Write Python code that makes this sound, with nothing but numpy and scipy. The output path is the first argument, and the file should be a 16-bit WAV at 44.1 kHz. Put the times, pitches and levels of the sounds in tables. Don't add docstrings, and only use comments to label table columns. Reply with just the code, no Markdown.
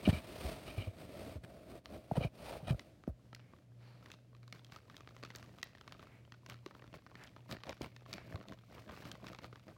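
import sys
import numpy as np
from scipy import signal
from scipy.fft import rfft, irfft
from scipy.io import wavfile
from scipy.ndimage import uniform_filter1d, map_coordinates

SR = 44100
rng = np.random.default_rng(int(sys.argv[2]) if len(sys.argv) > 2 else 0)


def file_out(sig):
    cols = np.atleast_2d(sig).T
    lim = np.clip(cols, -1, 1)
    pcm = np.round(lim * 32767).astype(np.int16)
    wavfile.write(sys.argv[1], SR, pcm)


N = 430857
TIME = np.arange(N) / SR

# start in seconds, level in dB, ring of the facet in Hz,
# brightness in dB per octave.
SNAPS = [(1.857, -35, 1200, 2.5), (2.794, -33.5, 2030, 3.5), (3.037, -40.5, 1250, -1.5),
         (3.329, -36.5, 1308, -2), (3.348, -36.5, 2010, 7), (3.535, -41, 1140, -7.5),
         (4.026, -47, 1300, -1), (4.059, -41, 1900, 1), (4.102, -43.5, 1860, 3), (4.116, -37.5, 2620, 6),
         (4.139, -43, 3830, 0), (4.349, -47.5, 1180, 0.5), (4.43, -49.5, 2250, 2), (4.478, -45, 1100, 4.5),
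         (4.525, -32.5, 2200, 4), (4.646, -44, 3240, 8), (4.721, -38.5, 1130, 2), (4.733, -49, 1250, 3),
         (4.761, -35, 1270, -1), (4.898, -39.5, 1190, 0.5), (4.966, -40, 3240, 8), (5.006, -39.5, 1160, 1),
         (5.074, -37.5, 1230, 1.5), (5.165, -44, 2020, 3.5), (5.228, -36, 1110, 0.5),
         (5.235, -30.5, 1180, 0.5), (5.249, -35, 1270, 3.5), (5.303, -35, 2030, 0.5),
         (5.35, -35.5, 4560, 1), (5.359, -35.5, 1900, 11), (5.427, -40, 1130, 1.5), (5.585, -41.5, 1230, 1),
         (5.629, -24, 1940, 6), (5.75, -40.5, 1860, -1), (5.811, -39, 840, 1), (5.877, -35.5, 1140, 1),
         (5.922, -35.5, 1240, 2.5), (5.948, -42, 1240, -6), (5.994, -37.5, 1280, -2),
         (6.027, -39, 1120, -2.5), (6.321, -37, 1850, 1.5), (6.462, -39, 1040, 4), (6.498, -34.5, 1160, 6),
         (6.521, -39.5, 3000, -1), (6.542, -41, 1320, 1), (6.661, -33, 1140, 1.5), (6.709, -41, 1270, -3),
         (6.75, -40, 1280, -3), (6.821, -39.5, 1880, -3), (6.841, -40.5, 1370, -3.5), (6.94, -34, 1070, -3),
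         (7.064, -40, 1240, -1.5), (7.114, -41.5, 1130, -7), (7.153, -35.5, 1800, -0.5),
         (7.237, -43, 1670, 10), (7.273, -43.5, 3200, 2), (7.363, -37.5, 1250, -2.5),
         (7.512, -31, 1180, 3.5), (7.524, -32, 1200, 4), (7.567, -35, 1870, -2), (7.635, -33.5, 1160, 1),
         (7.668, -38.5, 1000, 1), (7.693, -31.5, 2400, 5.5), (7.727, -36, 2360, 0),
         (7.811, -29.5, 896, -7.5), (7.817, -34, 2300, 7), (7.844, -31, 2300, -2.5),
         (7.963, -39.5, 1800, 3), (8.061, -39.5, 1110, -3.5), (8.129, -28.5, 4490, 5),
         (8.137, -32, 2400, 6), (8.181, -33, 2150, -2.5), (8.324, -36, 1760, -4), (8.357, -33, 1120, 0),
         (8.411, -37.5, 1130, -3.5), (8.484, -39, 1060, 3), (8.522, -33, 1090, -1.5),
         (8.78, -39, 3030, -4.5), (8.894, -35, 1040, -2), (8.964, -42.5, 2600, 1), (8.974, -36.5, 780, -4),
         (9.052, -39, 2140, 2), (9.115, -33.5, 3140, 8.5), (9.242, -34.5, 1063, -3.5),
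         (9.267, -34, 2450, 2), (9.283, -37.5, 1870, 3), (9.331, -38, 1240, 3), (9.347, -36.5, 802, 1),
         (9.387, -35, 910, 0.5), (9.443, -33.5, 1230, -1), (9.527, -36.5, 1250, -3.5),
         (9.557, -38.5, 1160, -0.5), (9.681, -41, 1230, -1)]


def snaps():
    return creases(SNAPS, facet_db=12.5)


def neighbours(count=2, lag_s=0.024, weaker_db=-13.0, range_db=8):
    s, db, _, tilt_db = np.repeat(SNAPS, count, axis=0).T
    when, weak, share, bright = rng.random((len(s), 4)).T
    moments = s + lag_s * (0.19 + 2 * when)
    db = np.minimum(db, np.median(db)) + weaker_db + range_db * (weak - .5)
    tilt_db = tilt_db / 2 + 8 * (bright - .5)
    return creases(np.column_stack([moments, db, facet_hz(share), tilt_db]), facet_db=13.0)


# frequency in Hz, relative level in dB.
SNAP_COLOUR = [(120, 4.5), (830, -2.5), (1250, -0.5), (1800, -3), (2700, -6), (4100, -7.5), (6100, -15),
               (9000, -30), (15000, -32)]
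SNAP_WIDTH_S = 0.00024


def creases(events, facet_db, travel_s=0.000635, echo_s=0.00303, echo_share=1.0, facet_width=0.064,
            flight_s=.0007, fold_damp_hz=5000):
    out, size = np.zeros(N), 2 ** 9
    f = np.fft.rfftfreq(size, 1 / SR)
    bend = 4 * np.pi * np.sqrt(1000 * f) - np.pi * f / 2
    for (s, db, hz, tilt_db), (far, *folds) in zip(events, rng.random((len(events), 5))):
        path = travel_s * (.5 + far)
        direct = np.exp(-1j * bend * path)
        wave = direct * (1 + undb(facet_db) * resonance(f, hz, facet_width * hz))
        for k, late in enumerate(folds):
            delay = bend * path * (1 + late) + 2 * np.pi * f * echo_s * late
            echo = np.exp(-1j * delay - f * late / fold_damp_hz)
            wave = wave + (-1) ** k * echo_share * (1 - late / 2) * echo
        snap = irfft(wave * response(SNAP_COLOUR, size, tilt_db))
        strength = np.sqrt(np.sum(snap ** 2) / (SR * SNAP_WIDTH_S))
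        add(out, s + flight_s, snap * undb(db) / strength)
    return out


def facet_hz(share, lowest_hz=900):
    return lowest_hz * 2 ** (2 * share)


# frequency in Hz, relative level in dB.
RUSTLE_COLOUR = [(300, -13), (800, -19), (1200, 3), (1650, 1), (2200, 10.5), (3100, 2), (4600, 3),
                 (6500, -4), (9500, -9), (15500, -7)]
# frequency in Hz, relative level in dB.
PRESS_COLOUR = [(30, -40), (60, -1), (180, 4), (300, -1), (450, -10), (640, -0.5), (900, -29), (2000, -51)]


def film(slide_db=-3.0, press_db=0, tick_db=-8, range_db=14, tick_follow=0.46, tick_tilt_db=-5.5, count=440):
    rustle, pressure = stirring()
    slips = grains(rate=2000, spread_db=2) * catches(110)
    slide = colour(slips, RUSTLE_COLOUR) * undb(slide_db)
    pile = colour(grains(rate=980, spread_db=6.5), PRESS_COLOUR) * undb(press_db)
    when, weak, share, bright = rng.random((count, 4)).T
    moments, stir_db = give_way(rustle, when)
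    db = tick_db + tick_follow * stir_db - range_db * np.sqrt(weak)
    tilt_db = tick_tilt_db + 10 * (bright - .5)
    ticks = creases(np.column_stack([moments, db, facet_hz(share), tilt_db]), facet_db=15.5)
    return rustle * slide + crackle(rustle) + ticks + pressure * pile


# middle in seconds, half length in seconds,
# rustle drive in dB, thud drive in dB.
PRESSES = [(4.082, .06, -69, -73), (4.558, .035, -65, -74), (4.743, .04, -66, -76),
           (4.958, .07, -70.5, -77), (5.401, .06, -70, -72), (5.592, .03, -70, -69),
           (6.024, .05, -70, -64.5), (6.513, .03, -62, -57), (6.746, .08, -73, -67),
           (6.951, .03, -66, -58.5), (7.195, .07, -73, -67), (7.524, .03, -56, -46.5),
           (7.699, .035, -59, -53), (7.847, .045, -63, -56), (8.13, .05, -64, -56.5),
           (8.333, .08, -66, -54), (8.505, .04, -69, -53), (8.766, .07, -63, -57), (8.919, .05, -61, -53),
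           (9.062, .1, -61, -57.5), (9.277, .07, -64, -52.5), (9.444, .035, -63, -53),
           (9.699, .03, -65, -56)]
# time in seconds, rustle drive in dB.
UNREST = [(2.7, -90), (4.3, -87), (4.55, -79), (5.45, -71.5), (6.2, -82), (7.6, -76), (9.77, -77)]


def stirring(unrest_thud_db=-5, onset=2.6, release=2):
    rustle = undb(np.interp(TIME, *np.transpose(UNREST)))
    pressure = undb(unrest_thud_db) * rustle
    for s, half, rustle_db, thud_db in PRESSES:
        press = swell(s, half, half, onset, release)
        rustle = np.hypot(rustle, undb(rustle_db) * press)
        pressure = np.hypot(pressure, undb(thud_db) * press)
    return rustle, pressure


def give_way(stir, when):
    strain = np.cumsum(stir) / np.sum(stir)
    moments = np.interp((np.arange(len(when)) + when) / len(when), strain, TIME)
    return moments, 20 * np.log10(np.interp(moments, TIME, stir))


def crackle(stir, crackle_db=22, range_db=17, lowest_hz=1100, octaves=2.21, cycles=1.35, count=750):
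    out, t = np.zeros(N), TIME[:SR // 100]
    when, weak, share = rng.random((count, 3)).T
    pitches = lowest_hz * 2 ** (octaves * share)
    for s, stir_db, soft, hz in zip(*give_way(stir, when), np.sqrt(weak), pitches):
        turns = hz * t
        flip = np.sin(2 * np.pi * turns) * (1 - np.exp(-turns)) * np.exp(-turns / cycles)
        add(out, s, undb(stir_db + crackle_db - range_db * soft) * flip)
    return out


# loudest moment in seconds,
# rise in seconds, fall in seconds, level in dB, ring in Hz.
SWISHES = [(3.42, 0.048, 0.16, -74.5, 2210), (3.85, 0.046, 0.18, -65.5, 4380),
           (5.65, 0.0088, 0.066, -70, 1980), (6.14, 0.088, 0.078, -67, 2250),
           (7.23, 0.046, 0.032, -57, 1800), (8.17, 0.03, 0.093, -60.5, 2220)]
# frequency in Hz, relative level in dB.
SWISH_COLOUR = [(800, 5), (1300, 1), (2600, -3), (3400, -9), (4800, -13), (6500, -20), (15500, -27)]


def swishes(ring_db=7, ring_width_hz=600):
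    slips, out = colour(grains(rate=4000, spread_db=0.5), SWISH_COLOUR), np.zeros(N)
    f = np.fft.rfftfreq(2 ** 9, 1 / SR)
    for s, rise, fall, db, hz in SWISHES:
        ring = irfft(1 + undb(ring_db) * resonance(f, hz, ring_width_hz))
        out += undb(db) * swell(s, rise, fall) * unit(signal.oaconvolve(slips, ring)[:N])
    return out


# middle in seconds, half length in seconds,
# drag in dB, hiss in dB, both before the trims and the grip in rubbing().
RUBS = [(0.104, 0.11, -49.5, -57), (0.33, 0.11, -52.5, -59.5), (0.461, 0.11, -50, -55.5),
        (0.688, 0.2, -55, -62), (1.012, 0.055, -55, -64.5), (1.219, 0.15, -50.5, -62.5),
        (1.526, 0.12, -59, -83.5), (1.728, 0.071, -52, -68.5), (1.939, 0.06, -51.5, -72.5),
        (2.217, 0.1, -54.5, -67), (2.496, 0.1, -55.5, -59.5)]
LIFTS = [1.405, 1.822, 2.305]
# frequency in Hz, relative level in dB.
DRAG_COLOUR = [(30, -11), (60, 4.5), (130, 0.5), (280, 0.5), (480, -4), (640, 3.5), (740, -7), (860, -22.5),
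               (1300, -17), (2500, -38)]
# frequency in Hz, relative level in dB.
HISS_COLOUR = [(500, 1), (1250, -3), (1600, -6.5), (2450, -2.5), (3000, -6.5), (4500, -8), (6000, -16.5),
               (7700, -20.5), (8500, -11.5), (10500, -19), (15500, -19)]
SHUFFLE_END_S, SHUFFLE_DB, SHUFFLE_HISS_DB = 2.896, -63.5, -74.5
STROKE_ONSET, STROKE_RELEASE = 2.3, 4
LIFT_HALF_S, LIFT_DB = 0.024, -13


def rubbing(drag_db=1.5, hiss_db=5.0, judder_db=1.56):
    contact = uniform_filter1d(1. * (TIME < SHUFFLE_END_S), size=8000)
    drag, hiss = undb(SHUFFLE_DB) * contact, undb(SHUFFLE_HISS_DB) * contact
    for s, half, low_db, high_db in RUBS:
        stroke = swell(s, half, half, STROKE_ONSET, STROKE_RELEASE)
        drag = np.hypot(drag, undb(low_db) * stroke)
        hiss = np.hypot(hiss, undb(high_db) * stroke)
    lifted = sum(swell(s, LIFT_HALF_S, LIFT_HALF_S, STROKE_RELEASE, STROKE_RELEASE) for s in LIFTS)
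    grip = undb(judder_db * walk(130) + LIFT_DB * lifted)
    body = colour(grains(rate=1000, spread_db=0.5), DRAG_COLOUR) * undb(drag_db)
    fibres = colour(grains(rate=29000, spread_db=5.0), HISS_COLOUR) * undb(hiss_db)
    return grip * (drag * body + hiss * drift(fibres, share=.025, rate=6))


# loudest moment in seconds, rise in seconds,
# fall in seconds, scrape in dB, ring of the phone's shell in dB, creak in dB.
SCUFFS = [(0.059, 0.0099, 0.016, -42, -42.5, -59), (0.104, 0.018, 0.0069, -33, -48, -58),
          (.145, 0.018, 0.035, -41, -46, -60), (0.702, 0.028, 0.019, -51, -51.5, -63),
          (.808, 0.047, 0.056, -57, -53.5, -68), (1.441, 0.0066, 0.014, -50, -80, -92),
          (1.947, 0.01, 0.012, -42.5, -59, -49.5), (2.157, 0.015, 0.021, -49, -70, -43.5),
          (2.17, 0.0077, 0.0092, -39, -54, -44), (2.237, 0.023, 0.026, -46.5, -47.5, -43.5),
          (2.52, 0.098, 0.091, -59, -72, -49), (2.698, 0.03, 0.02, -39.5, -50.5, -47),
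          (7.695, 0.033, 0.015, -58, -67, -47), (7.842, 0.013, 0.0053, -41, -62, -51.5)]
# pitch in Hz, width of a single pass in Hz, relative level in dB.
SHELL = [(1172, 170, 6.5), (2380, 290, 20.5), (2880, 430, 15.5), (3660, 600, 9)]
# frequency in Hz, relative level in dB.
SCUFF_COLOUR = [(150, 19), (700, -2.5), (1800, 0.5), (4200, -8.5), (7300, -23), (8600, -11), (11000, -21),
                (15500, -25)]
CREAK_HZ, CREAK_WIDTH_HZ = 564, 370


def scuffs(shift_db=4):
    slips = grains(rate=3000, spread_db=1.8) * catches(220)
    f = np.fft.rfftfreq(2 ** 11, 1 / SR)

    def rung(hz, width):
        return unit(signal.oaconvolve(slips, irfft(resonance(f, hz, width) ** 2))[:N])

    ring = unit(sum(undb(db + shift_db * np.tanh(walk(55.6))) * rung(hz, width) for hz, width, db in SHELL))
    creak, scrape = rung(CREAK_HZ, CREAK_WIDTH_HZ), colour(slips, SCUFF_COLOUR)
    out = np.zeros(N)
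    for s, rise, fall, scrape_db, ring_db, creak_db in SCUFFS:
        mix = undb(scrape_db) * scrape + undb(ring_db) * ring + undb(creak_db) * creak
        out += swell(s, rise, fall) * mix
    return out


# start in seconds, level in dB before the envelope,
# starting pitch in Hz before the wobble, decay length in seconds.
KNOCKS = [(0.0755, -15.5, 279, 0.011), (0.0884, -15.5, 121, 0.011), (0.128, -22.5, 154, 0.009),
          (0.137, -32, 106, 0.026), (0.442, -34, 80, 0.039), (0.776, -30, 132, 0.026),
          (0.871, -32.5, 120, 0.023), (1.357, -37, 90, 0.025), (2.113, -23.5, 763, 0.004),
          (2.118, -25, 188, 0.0072), (2.1725, -27.5, 770, 0.004), (2.177, -21, 168, 0.011),
          (2.208, -31, 710, 0.0052), (2.211, -31, 169, 0.011), (2.248, -25, 146, 0.015),
          (2.627, -42.5, 140, 0.029), (2.705, -23.5, 173.6, 0.02), (2.728, -26, 115.7, 0.0097),
          (2.744, -30.5, 132, 0.0076), (3.077, -25.5, 262, 0.0057), (3.086, -36, 84, 0.028),
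          (6.663, -38, 496, 0.006), (7.81, -30, 430, 0.0045), (7.82, -39, 161, 0.014),
          (8.343, -32.5, 165, 0.014)]


def knocks(settle=0.55, attack_s=0.00082, rough=0.22, rattle_db=-12):
    out, t = np.zeros(N), TIME[:SR // 5]
    wobble, rattle = walk(420), colour(rng.standard_normal(N), DRAG_COLOUR)
    for s, db, hz, length in KNOCKS:
        here = int(s * SR) + np.arange(len(t))
        fresh = np.exp(-t / length)
        pitch = hz * (settle + (1 - settle) * fresh) * (1 + rough * wobble[here])
        swing = np.sin(2 * np.pi * np.cumsum(pitch) / SR)
        blow = swing + undb(rattle_db) * fresh * rattle[here]
        envelope = (1 - np.exp(-t / attack_s)) * np.exp(-(t / length) ** 1.63)
        add(out, s, undb(db) * blow * envelope)
    return out


def room(x, wet_db=-20, first_s=0.0024, t60_s=.36):
    t = TIME[:SR // 2]
    noise = colour(rng.standard_normal(len(t)), [(200, -12.0), (2200, 1.5), (5000, 3.5), (12000, -14.5)])
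    tail = noise * np.exp(-np.log(1000) * t / t60_s) * (t > first_s)
    return signal.fftconvolve(x, tail / np.sqrt(np.sum(tail ** 2)))[:N] * undb(wet_db)


# pitch in Hz, level in dB before waver and arrival, waver as a share.
HUM = [(120, -64.5, 0.61), (181, -80, 0.22)]
# time in seconds, gain in dB.
HUM_ARRIVAL = [(2.7, -6), (3.4, 0)]
# frequency in Hz, relative level in dB.
ROOM_COLOUR = [(25, -4.5), (60, 4.5), (110, 9), (250, 3), (420, -5), (620, -3.5), (850, -16.5), (4000, -23),
               (15500, -36.5)]


def background(air_db=-65, swell_db=2.2):
    hum = np.zeros(N)
    for hz, db, waver in HUM:
        wavering = 1 + waver * (walk(11) + 1j * walk(8.6))
        hum += undb(db) * np.sqrt(2) * np.real(wavering * np.exp(2j * np.pi * hz * TIME))
    arrival = undb(np.interp(TIME, *np.transpose(HUM_ARRIVAL)))
    air = undb(air_db + swell_db * walk(7.2)) * colour(rng.standard_normal(N), ROOM_COLOUR)
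    return hum * arrival + air


def undb(db):
    return 10 ** (np.asarray(db) / 20)


def unit(x):
    return x / np.sqrt(np.mean(x ** 2))


def add(out, s, x):
    i = max(int(s * SR), 0)
    out[i:i + len(x)] += x[:len(out) - i]


def response(points, size, tilt_db=0):
    octave = np.log2(np.maximum(np.fft.rfftfreq(size, 1 / SR), 1))
    hz, db = np.transpose(points)
    level_db = np.interp(octave, np.log2(hz), db)
    level_db = level_db + tilt_db * np.clip(octave, np.log2(700), np.log2(9000))
    cepstrum = irfft(np.log(undb(level_db)))
    cepstrum[1:size // 2] *= 2
    cepstrum[size // 2 + 1:] = 0
    return np.exp(rfft(cepstrum))


def colour(x, points):
    return unit(signal.oaconvolve(x, irfft(response(points, size=8192)))[:len(x)])


def resonance(f, hz, width):
    return 1j * f * width / (hz ** 2 - f ** 2 + 1j * f * width)


def walk(rate):
    k = max(int(SR / rate), 1)
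    steps = np.repeat(rng.standard_normal(N // k + 1), k)
    return unit(uniform_filter1d(steps, k)[:N])


def grains(rate, spread_db):
    size = undb(spread_db * np.minimum(rng.exponential(size=N), 4))
    return unit((rng.random(N) < rate / SR) * size * np.sign(rng.standard_normal(N)))


def catches(rate, catch_db=5):
    return unit(undb(catch_db * np.tanh(2 * walk(rate))))


def drift(x, share, rate):
    return map_coordinates(x, [np.cumsum(1 + share * walk(rate))], mode="mirror")


def swell(s, rise, fall, onset=2, release=2):
    out, near = np.zeros(N), slice(max(int((s - 4 * rise) * SR), 0), int((s + 4 * fall) * SR))
    t = TIME[near] - s
    out[near] = np.exp(-np.where(t < 0, np.abs(t / rise) ** onset, np.abs(t / fall) ** release))
    return out


def scene():
    sheet = snaps() + neighbours() + film() + swishes()
    return (sheet + room(sheet) + scuffs() + rubbing() + knocks() + background())[None]


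def record(dry, bass_hz=47, top_hz=16000):
    thin = signal.sosfilt(signal.butter(4, bass_hz, "highpass", fs=SR, output="sos"), dry)
    return signal.sosfilt(signal.ellip(10, .2, 70, top_hz, fs=SR, output="sos"), thin)


dry = scene()
out = record(dry)
file_out(out)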